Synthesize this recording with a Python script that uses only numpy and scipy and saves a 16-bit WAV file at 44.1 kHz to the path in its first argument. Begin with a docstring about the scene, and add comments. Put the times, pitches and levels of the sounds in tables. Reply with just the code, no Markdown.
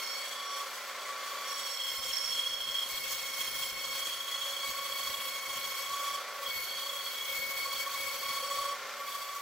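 """A bandsaw whines through two stacked boards, its pitch near 1100 Hz: the rate at which the teeth strike.
The whine is a set of tooth overtones, rough and beating with the wheel, which sing out one by one in spells.
The boards resound in bursts, as resonances driven by noise and shaken by the overtones.
Under it run the machine (shaped noise, frame resonances, shaft orders and mains hum), the hiss of chips,
puffing with each tooth, and a lumpy low flutter of filtered noise."""
import sys
import numpy as np
from scipy import signal
from scipy.io import wavfile
from scipy.ndimage import uniform_filter1d

SR = 44100
rng = np.random.default_rng(int(sys.argv[2]) if len(sys.argv) > 2 else 0)


def to_linear_factor(level_db):
    """Convert decibel levels (scalar or array-like) to linear amplitude factors."""
    exponent = np.asarray(level_db, float) / 20
    return 10 ** exponent


def unload_audio(sound):
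    """Save the sound as a 16-bit wav file, at the path given as the first command line argument."""
    columns = np.transpose(np.atleast_2d(sound))
    # keep every value between -1 and 1, then stretch to whole-number steps
    steps = np.round(np.clip(columns, -1, 1) * 32767)
    wavfile.write(sys.argv[1], SR, steps.astype(np.int16))


N = 414981
T = np.arange(N) / SR
STEPS = N * 1000 // SR + 2  # slow controls run in millisecond steps

# Blade speed, which falls under load: (time [s], tooth rate before snags [1/s])
TOOTH_RATE = [(0, 1092), (.35, 1131), (1.4, 1138), (1.6, 1120), (1.95, 1090), (2.3, 1102), (3.1, 1102),
              (3.6, 1096), (4.1, 1109), (4.5, 1117), (5.2, 1117), (5.4, 1106), (5.8, 1110), (5.95, 1127),
              (6.35, 1136), (6.55, 1104), (6.95, 1120), (7.4, 1104), (7.8, 1116), (8.2, 1112), (8.7, 1128),
              (9.0, 1134), (9.41, 1136)]
# How deep the blade bites, as control levels:
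# (time [s], overtones 6 to 9 [dB], overtones 10 to 14 [dB], low flutter [dB])
CUT_DEPTH = [(0, -49, -53, -80), (.12, -47, -51, -83), (.39, -50.5, -57, -95), (.57, -49.5, -55, -89),
             (.72, -56, -57, -93), (1.25, -53, -56, -94), (1.68, -46.5, -51, -75), (1.76, -48, -52, -79),
             (1.85, -49.5, -49, -71), (2.3, -46.5, -51, -67), (2.8, -51.5, -50, -67.5),
             (2.95, -47.5, -46, -65), (3.9, -48, -47, -63.5), (4.4, -50, -53, -77), (4.62, -50.5, -52, -72),
             (4.69, -46.5, -46, -60.5), (4.75, -50.5, -50, -72), (4.98, -48, -47, -68),
             (5.7, -48, -47, -67.5), (6.0, -49, -51, -72), (6.16, -47.5, -51, -68), (6.22, -55, -57, -94),
             (6.42, -57, -52, -76), (6.55, -49, -42, -65), (6.75, -53, -51, -74), (7.15, -53, -50, -78),
             (7.39, -50.5, -44, -62.5), (7.54, -50, -47, -69), (7.6, -50, -43, -60.5),
             (7.66, -50.5, -50, -71), (7.81, -45, -44, -63), (7.87, -51, -49, -75),
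             (8.02, -50.5, -46, -65.5), (8.7, -47, -50, -70), (8.8, -62, -57, -74), (8.95, -62, -57, -82),
             (9.09, -52.5, -50, -74), (9.41, -57, -54, -77)]
# Partials of the tooth strikes: (multiple of tooth rate [1], level over control [dB], left over right [dB],
# left lead [rad], left-right likeness [1], base roughness over clean tone [1], roughness width [Hz],
# share of the bite and the wheel's beat [1])
PARTIALS = [(.5, -2.5, -0.5, 0.038, 1, 0.88, 34.4, 0.61), (1, -2, -0.5, -0.024, 1, 0.42, 32, 1.46),
            (2, -2, 3, 0.47, 0.6, 0.57, 27, 0.36), (3, -3.5, -1.5, 0.18, 0.74, 1.3, 56, 1.44),
            (4, -1.5, -1.5, -0.14, 0.69, 0.58, 61, 0.89), (5, -2.5, -10.5, -0.81, 0.42, 1.6, 79, 0.6),
            (6, -7, -1, 0, .75, 1.2, 70, .8), (7, -7.5, -1, -.1, .75, 1.2, 70, .8),
            (8, -10.5, -1, -1.1, .7, 1.3, 80, .8), (9, -10, -1, -.7, .7, 1.3, 80, .8),
            (10, -10, -1, -.3, .75, 1.3, 90, .8), (11, -7, -1, -.6, .8, 1.2, 90, .8),
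            (12, -9, -1, .2, .8, 1.2, 90, .8), (13, -9, -6, -1.5, .75, 1.3, 120, .8),
            (14, -9, 10, -.8, .75, 1.3, 100, .8)]
# Balance of overtones 11 and 12: (time [s], rise of overtone 12 and fall of overtone 11 [dB])
OVERTONE_12_OVER_11 = [(0, 0), (1.0, 2), (1.3, 6), (1.7, 0), (3.0, 2), (3.8, 2.5), (4.3, -1.5), (5.8, -2),
                       (6.5, 1), (6.9, -3), (8.2, -2), (9.0, 4), (9.41, 2)]
# Resonances of the boards: (frequency [Hz], width [Hz], level over what shakes them [dB])
BOARD_MODES = [(3180, 200, -3), (4260, 84, -9)]
# Orders of the motor shaft: (multiple of shaft speed [1], level over machine control [dB])
SHAFT_ORDERS = [(6, -36.5), (7, -51), (13, -25), (14, -20), (15, -18.5), (17, -17.5), (18, -21),
                (19, -11.5), (21, -12), (23, -14), (27, -17.5), (36, -11), (37, -19)]
# Mains hum: (frequency [Hz], level over machine control [dB])
MAINS_HUM = [(240, -22.5), (720, -17)]
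# Resonances of the machine frame: (frequency [Hz], width [Hz], level over machine control [dB])
FRAME_MODES = [(548.6, 78, -10.5), (1060, 54, -8), (1133, 69, -7), (1366, 100, -6.5), (1798, 55, -10.5),
               (1981, 9.4, -10), (2122, 73, -6.5), (2344, 140, -8.5)]
# Spectral shape of the machine noise: (frequency [Hz], relative level per Hz [dB])
MACHINE_SPECTRUM = [(30, -31), (120, -27), (200, -28), (330, -9.5), (430, -50), (700, -1.5), (950, -1),
                    (1400, 5), (2200, -5), (3000, -2.5), (6000, -5.5), (15000, -31.5)]
# Spectral shape of the chip hiss: (frequency [Hz], relative level per Hz [dB])
CHIP_SPECTRUM = [(300, -22), (1000, 3.5), (2700, 7), (3300, 7.5), (4000, 8), (6000, 8), (8500, 2.5),
                 (10500, 0.5), (12500, 3), (14500, 0), (15600, 3)]
# Spectral shape of the low flutter: (frequency [Hz], relative level per Hz [dB])
FLUTTER_SPECTRUM = [(20, -1), (50, -2.5), (200, -4), (350, -5), (700, -5), (1500, -18)]
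# Stereo coherence of noise, before each noise scales it: (frequency [Hz], left-right likeness [1])
LIKENESS = [(60, 0.18), (150, 1), (380, 0.91), (950, 1), (2380, 0.94), (5980, 0.5), (15000, 0.07)]
# Spells in which an overtone locks in and sings:
# (start [s], end [s], multiple of tooth rate [1], control level [dB])
SINGING_SPELLS = [(3.75, 4.008, .5, -57), (4.45, 5.297, .5, -53.5), (5.303, 6.2, .5, -59),
                  (6.35, 6.5, .5, -49.5), (6.75, 6.995, .5, -52), (7.28, 7.58, .5, -51.5),
                  (7.634, 7.89, .5, -50.5), (8.012, 8.264, .5, -49), (8.417, 8.76, .5, -46),
                  (8.86, 9.028, .5, -50), (.36, 0.656, 1, -40.5), (1.056, 1.578, 1, -42.5),
                  (1.58, 1.798, 1, -51), (1.975, 2.023, 1, -44), (3.713, 4.483, 1, -50.5),
                  (4.617, 5.89, 1, -46), (4.747, 4.86, 1, -41.5), (5.88, 6.21, 1, -37),
                  (6.25, 6.513, 1, -43.5), (6.76, 7.093, 1, -49.5), (7.503, 7.557, 1, -44),
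                  (7.64, 7.78, 1, -41.5), (7.84, 7.976, 1, -40.5), (8.057, 8.123, 1, -43.5),
                  (8.14, 8.194, 1, -45), (8.235, 8.436, 1, -41), (8.42, 8.754, 1, -36),
                  (8.978, 9.444, 1, -42), (0, .3, 2, -47), (8.4, 8.75, 2, -53), (9.052, 9.41, 2, -57),
                  (1.9, 2.274, 2, -50), (2.893, 4.05, 2, -43.5), (4.52, 5.153, 2, -47.5),
                  (5.148, 5.917, 2, -45), (5.95, 6.19, 2, -51), (4.656, 4.704, 2, -38),
                  (4.946, 4.993, 2, -43), (6.498, 6.64, 2, -37), (6.64, 6.756, 2, -46.5),
                  (7.082, 7.273, 2, -47), (7.268, 7.658, 2, -38.5), (7.685, 7.737, 2, -42),
                  (7.78, 7.855, 2, -38.5), (7.95, 8.15, 2, -39), (8.18, 8.41, 2, -44.5), (.12, .3, 3, -51),
                  (.3, 0.615, 3, -45), (1.056, 1.498, 3, -56), (1.778, 1.93, 3, -33.5),
                  (1.91, 2.25, 3, -41.5), (2.302, 2.573, 3, -33.5), (2.583, 2.874, 3, -34.5),
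                  (3.357, 4.0, 3, -43), (4.003, 4.654, 3, -38.5), (4.754, 5.07, 3, -42),
                  (5.153, 5.294, 3, -46), (5.45, 6.202, 3, -47), (6.45, 6.534, 3, -37),
                  (6.67, 7.34, 3, -41.5), (9.055, 9.3, 3, -57), (0, 0.245, 4, -44), (1.52, 1.9, 4, -59),
                  (3.75, 4.05, 4, -48.5), (4.6, 5.1, 4, -46.5), (6.48, 6.894, 4, -43.5),
                  (6.99, 7.124, 4, -45.5), (7.35, 7.47, 4, -45.5), (7.55, 7.846, 4, -44),
                  (7.884, 8.7, 4, -47), (9.06, 9.3, 4, -54), (0.034, 0.184, 5, -44), (.45, .62, 5, -47),
                  (1.462, 2.093, 5, -44), (2.12, 2.347, 5, -36.5), (2.35, 2.844, 5, -47.5),
                  (2.994, 4.0, 5, -51)]
# Low overtones between spells: (multiple of tooth rate [1], control level at a middling cut [dB],
# gain per dB of overtones 6 to 9 [dB/dB])
RESTING_LEVELS = [(.5, -58, .3), (1, -54, .35), (2, -54, .7), (3, -46, 1.2), (4, -51, 1.1), (5, -56, 1.7)]
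# Slow level of the machine noise, before it sinks under the loud cut: (time [s], level [dB])
MACHINE_CONTROL = [(0, -49), (.4, -50), (1.45, -48), (1.8, -52.5), (3.4, -52), (4.3, -51.5), (6.4, -49),
                   (6.9, -51.5), (8.9, -48.5), (9.41, -54)]

TEETH_PER_SHAFT_TURN, TEETH_PER_WHEEL_TURN = 40, 80
MIDDLING_DB = -50  # control level of a middling cut
CUT_TIME, *CUT_LEVELS = np.transpose(CUT_DEPTH)
MIDDLE, HIGH, FLUTTER_DB = (np.interp(T, CUT_TIME, level) for level in CUT_LEVELS)


def evened(x):
    """Normalization of power: scales to rms 1."""
    return x / np.sqrt(np.mean(abs(x) ** 2) + 1e-20)


def read(points, hz):
    """Interpolation along a logarithmic frequency axis."""
    f, value = np.transpose(points)
    return np.interp(np.log(hz + 1), np.log(f + 1), value)


def wander(hz, count, below_hz=0):
    """Narrow-band random process: complex, rms 1, half amplitude at hz from its centre, in ms steps."""
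    f = np.fft.fftfreq(STEPS, 1 / 1000)[:, None]
    white = rng.standard_normal((STEPS, count, 2)) @ [1, 1j]
    z = np.fft.fft(white, axis=0) / (1 + ((f + below_hz) / hz) ** 2)
    return [evened(row) for row in np.fft.ifft(z, axis=0).T]


def fine(x):
    """Linear interpolation from millisecond steps to samples."""
    return np.interp(T * 1000, np.arange(len(x)), x)


def coarse(x):
    """Linear interpolation from samples to millisecond steps."""
    return np.interp(np.arange(STEPS) / 1000, T, x)


def noise(spectrum, band, same, patchy_db):
    """Spectral shaping of partly coherent stereo noise: drifting patches, rms 1 inside band [Hz]."""
    frames, hz = N // 256 + 5, np.fft.rfftfreq(1024, 1 / SR)
    a, b, c, d, patches = rng.standard_normal((frames, 513, 5)).T
    patches = uniform_filter1d(patches, size=10, axis=0)  # across frequency
    patches = evened(uniform_filter1d(patches, size=6, axis=1))  # along time
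    same = np.clip(same * read(LIKENESS, hz), -1, 1)[:, None]
    left = a + 1j * b
    right = same * left + np.sqrt(1 - same ** 2) * (c + 1j * d)
    shape = to_linear_factor(read(spectrum, hz))
    inside = np.sum(shape[(hz > band[0]) & (hz < band[1])] ** 2) / np.sum(shape ** 2)
    z = np.array([left, right]) * shape[:, None] * to_linear_factor(patchy_db * patches)
    x = signal.istft(z, nperseg=1024, noverlap=768)[1][:, :N]
    return evened(x) / np.sqrt(inside)


def throb(turns, depths):
    """Fourier series of a wheel that is not quite round: one depth per harmonic of its turn."""
    return sum(depth * np.cos(2 * np.pi * ((k + 1) * turns + rng.random()))
               for k, depth in enumerate(depths))


def ring(hz, width, db):
    """Resonance driven by noise: a tone whose size and phase wander."""
    envelope = fine(wander(width / 2, count=1)[0])
    return to_linear_factor(db) * np.sqrt(2) * (np.exp(2j * np.pi * hz * T) * envelope).real


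def bite(wheel):
    """Random modulation of the teeth's grip, in dB: surges, quicker chance and the beat of the wheel."""
    surges, quick = wander(hz=5, count=1)[0].real, wander(hz=11.4, count=1)[0].real
    return fine(1.34 * surges + 0.97 * quick) + throb(wheel, [.5, .7, .35])


def low_overtone_db(multiple, resting_db, follows):
    """Addition of powers: one low overtone follows the cut quietly and sings out in spells."""
    t = np.arange(STEPS) / 1000
    swell_s = 0.048  # length of the ramp centred on each end of a spell
    power = to_linear_factor(coarse(resting_db + follows * (MIDDLE - MIDDLING_DB))) ** 2
    for start, end, which, db in SINGING_SPELLS:
        if round(2 * which) == round(2 * multiple):
            swell = np.clip(np.minimum(t - start, end - t) / swell_s + .5, 0, 1)
            power = power + (to_linear_factor(db) * swell) ** 2
    return fine(10 * np.log10(power))


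def teeth(rate, wheel, low, bite_db):
    """Periodic excitation: tooth strikes give overtones, each swelling and roughened; snags bend the pitch."""
    snags = abs(wander(hz=38.4, count=1)[0]) ** 2
    drag = .0025 * to_linear_factor(0.62 * (HIGH - MIDDLING_DB))  # stronger in a deep cut
    # one-sided: sharp dips of pitch at the snags, slightly raised in between
    struck = np.cumsum(rate * (1 - drag * fine(snags - 1))) / SR
    struck = struck + throb(wheel, [.010, .012, .008])  # the wheel hurries and holds the blade, in teeth
    drift = wander(hz=1.9, count=len(PARTIALS))
    controls = low + 4 * [MIDDLE] + 5 * [HIGH]
    balance_db = np.interp(T, *np.transpose(OVERTONE_12_OVER_11))
    controls[-4:-2] = HIGH - balance_db, HIGH + balance_db  # overtones 11 and 12
    grip = np.minimum(to_linear_factor(1.04 * (HIGH - MIDDLING_DB)), 1.2)  # a free blade hardly beats
    shaft = wheel * TEETH_PER_WHEEL_TURN / TEETH_PER_SHAFT_TURN
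    out = np.zeros((2, N))
    for k, (multiple, db, pan_db, lead, same, rough, rough_hz, beat) in enumerate(PARTIALS):
        drift_db, bite_share = (0.93, .55) if k < len(low) else (2.0, 1.5)
        shifting_db = drift_db * fine(drift[k].real)  # each drifts on its own
        # neighbours beat .41 shaft turns apart, counted from the third overtone
        shaft_db = 2.2 * np.cos(2 * np.pi * (shaft - .41 * (k - 3)))
        beat_db = bite_share * bite_db + grip * (shaft_db + throb(wheel, [.8]))
        level = to_linear_factor(controls[k] + db + shifting_db + beat * beat_db)
        turn = np.exp(2j * np.pi * multiple * struck)
        # a rasp just under the tone
        shared, apart = wander(rough_hz, count=2, below_hz=0.88 * rough_hz)
        # a loud overtone locks in and runs clean
        rough = rough * to_linear_factor(-.4 * coarse(controls[k] - np.median(controls[k])))
        rough = rough * (.55 + 0.49 * coarse(grip))  # a free blade runs cleaner too
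        left = (1 + rough * shared) / np.sqrt(1 + rough ** 2)
        right = same * left + np.sqrt(1 - same ** 2) * apart
        out[0] += level * to_linear_factor(pan_db / 2) * (turn * fine(left * np.exp(1j * lead))).real
        out[1] += level * to_linear_factor(-pan_db / 2) * (turn * fine(right)).real
    return np.sqrt(2) * out, struck


def boards(shaft, third_db, bite_db):
    """Forced resonance: the third and overtones 6 to 9 shake the boards, in one burst per shaft turn."""
    lag = 0.35  # shaft turns
    jolts = evened(to_linear_factor(7 * np.cos(2 * np.pi * (shaft - lag))))
    level = to_linear_factor(0.67 * third_db + 0.42 * MIDDLE + bite_db)
    return level * jolts * sum(ring(*mode) for mode in BOARD_MODES) * to_linear_factor([[1.2], [-1.2]])


def machine(shaft):
    """Broadband and tonal sources together: motor noise, ringing frame, shaft orders and mains hum."""
    roar = noise(MACHINE_SPECTRUM, (1250, 1950), same=1.0, patchy_db=0.06)
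    rings = sum(ring(*mode) for mode in FRAME_MODES)
    sway = wander(hz=7.5, count=len(SHAFT_ORDERS) + len(MAINS_HUM))
    # (cycles, dB, looseness): shaft orders sway more than the mains
    tones = [(multiple * shaft, db, .6) for multiple, db in SHAFT_ORDERS]
    tones += [(hz * T, db, .25) for hz, db in MAINS_HUM]
    hum = 0
    for (cycles, db, loose), z in zip(tones, sway):
        turn = np.exp(2j * np.pi * (cycles + rng.random()))
        hum = hum + to_linear_factor(db) * (turn * fine(1 + loose * z)).real
    # the machine sinks as the cut grows loud, as under a recorder's automatic gain:
    # dB lost per dB of overtones 10 to 14, and of 6 to 9
    ducked_db = 0.23 * (HIGH - MIDDLING_DB) + 0.053 * (MIDDLE - MIDDLING_DB)
    level = to_linear_factor(np.interp(T, *np.transpose(MACHINE_CONTROL)) - ducked_db)
    return level * ((to_linear_factor(-2.5) * roar + rings) * to_linear_factor(throb(shaft, [1.2, .6])) + hum)


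def chips(struck, bite_db):
    """Amplitude modulation of noise: torn fibres and dust hiss, puff with every tooth, flicker with the bite."""
    hiss = noise(CHIP_SPECTRUM, (6400, 10400), same=0.67, patchy_db=2.5)
    puffs = evened(1 + 0.6 * np.cos(2 * np.pi * struck))
    high_pass = signal.butter(4, 450, "high", fs=SR, output="sos")
    level = to_linear_factor(0.58 * MIDDLE + 0.35 * HIGH - 5.5 + 1.17 * bite_db)
    return level * signal.sosfilt(high_pass, puffs * hiss)


def flutter(bite_db):
    """Incoherent low noise: lumpy, nearly unrelated left and right, stronger while the blade bites."""
    rumble = noise(FLUTTER_SPECTRUM, (25, 200), same=0.086, patchy_db=-3.0)
    lumps_db = 4.5 * np.tanh(fine(wander(hz=40, count=1)[0].real)) + 0.69 * bite_db
    return to_linear_factor(FLUTTER_DB) * rumble * evened(to_linear_factor(lumps_db)) * to_linear_factor([[-1.8], [1.8]])


def scene():
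    """Superposition of sources: blade speed turns teeth, wheel and shaft together."""
    rate = np.interp(T, *np.transpose(TOOTH_RATE))
    passed = np.cumsum(rate) / SR  # teeth gone by
    wheel, shaft = passed / TEETH_PER_WHEEL_TURN, passed / TEETH_PER_SHAFT_TURN
    bite_db = bite(wheel)
    low = [low_overtone_db(*row) for row in RESTING_LEVELS]
    whine, struck = teeth(rate, wheel, low, bite_db)
    third_db = low[3]
    return whine + boards(shaft, third_db, bite_db) + machine(shaft) + chips(struck, bite_db) + flutter(bite_db)


def band_limit(x):
    """A steep low-pass at the top of the band."""
    return signal.sosfilt(signal.butter(12, 15840, fs=SR, output="sos"), x)


def record(dry):
    """Band limitation: a linear-phase low-pass ends the treble at 15.8 kHz."""
    edge = signal.firwin(511, 15800, window=("kaiser", 9), fs=SR)
    mix = signal.oaconvolve(dry, edge[None], "same")
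    return band_limit(mix)


dry = scene()
out = record(dry)
unload_audio(out)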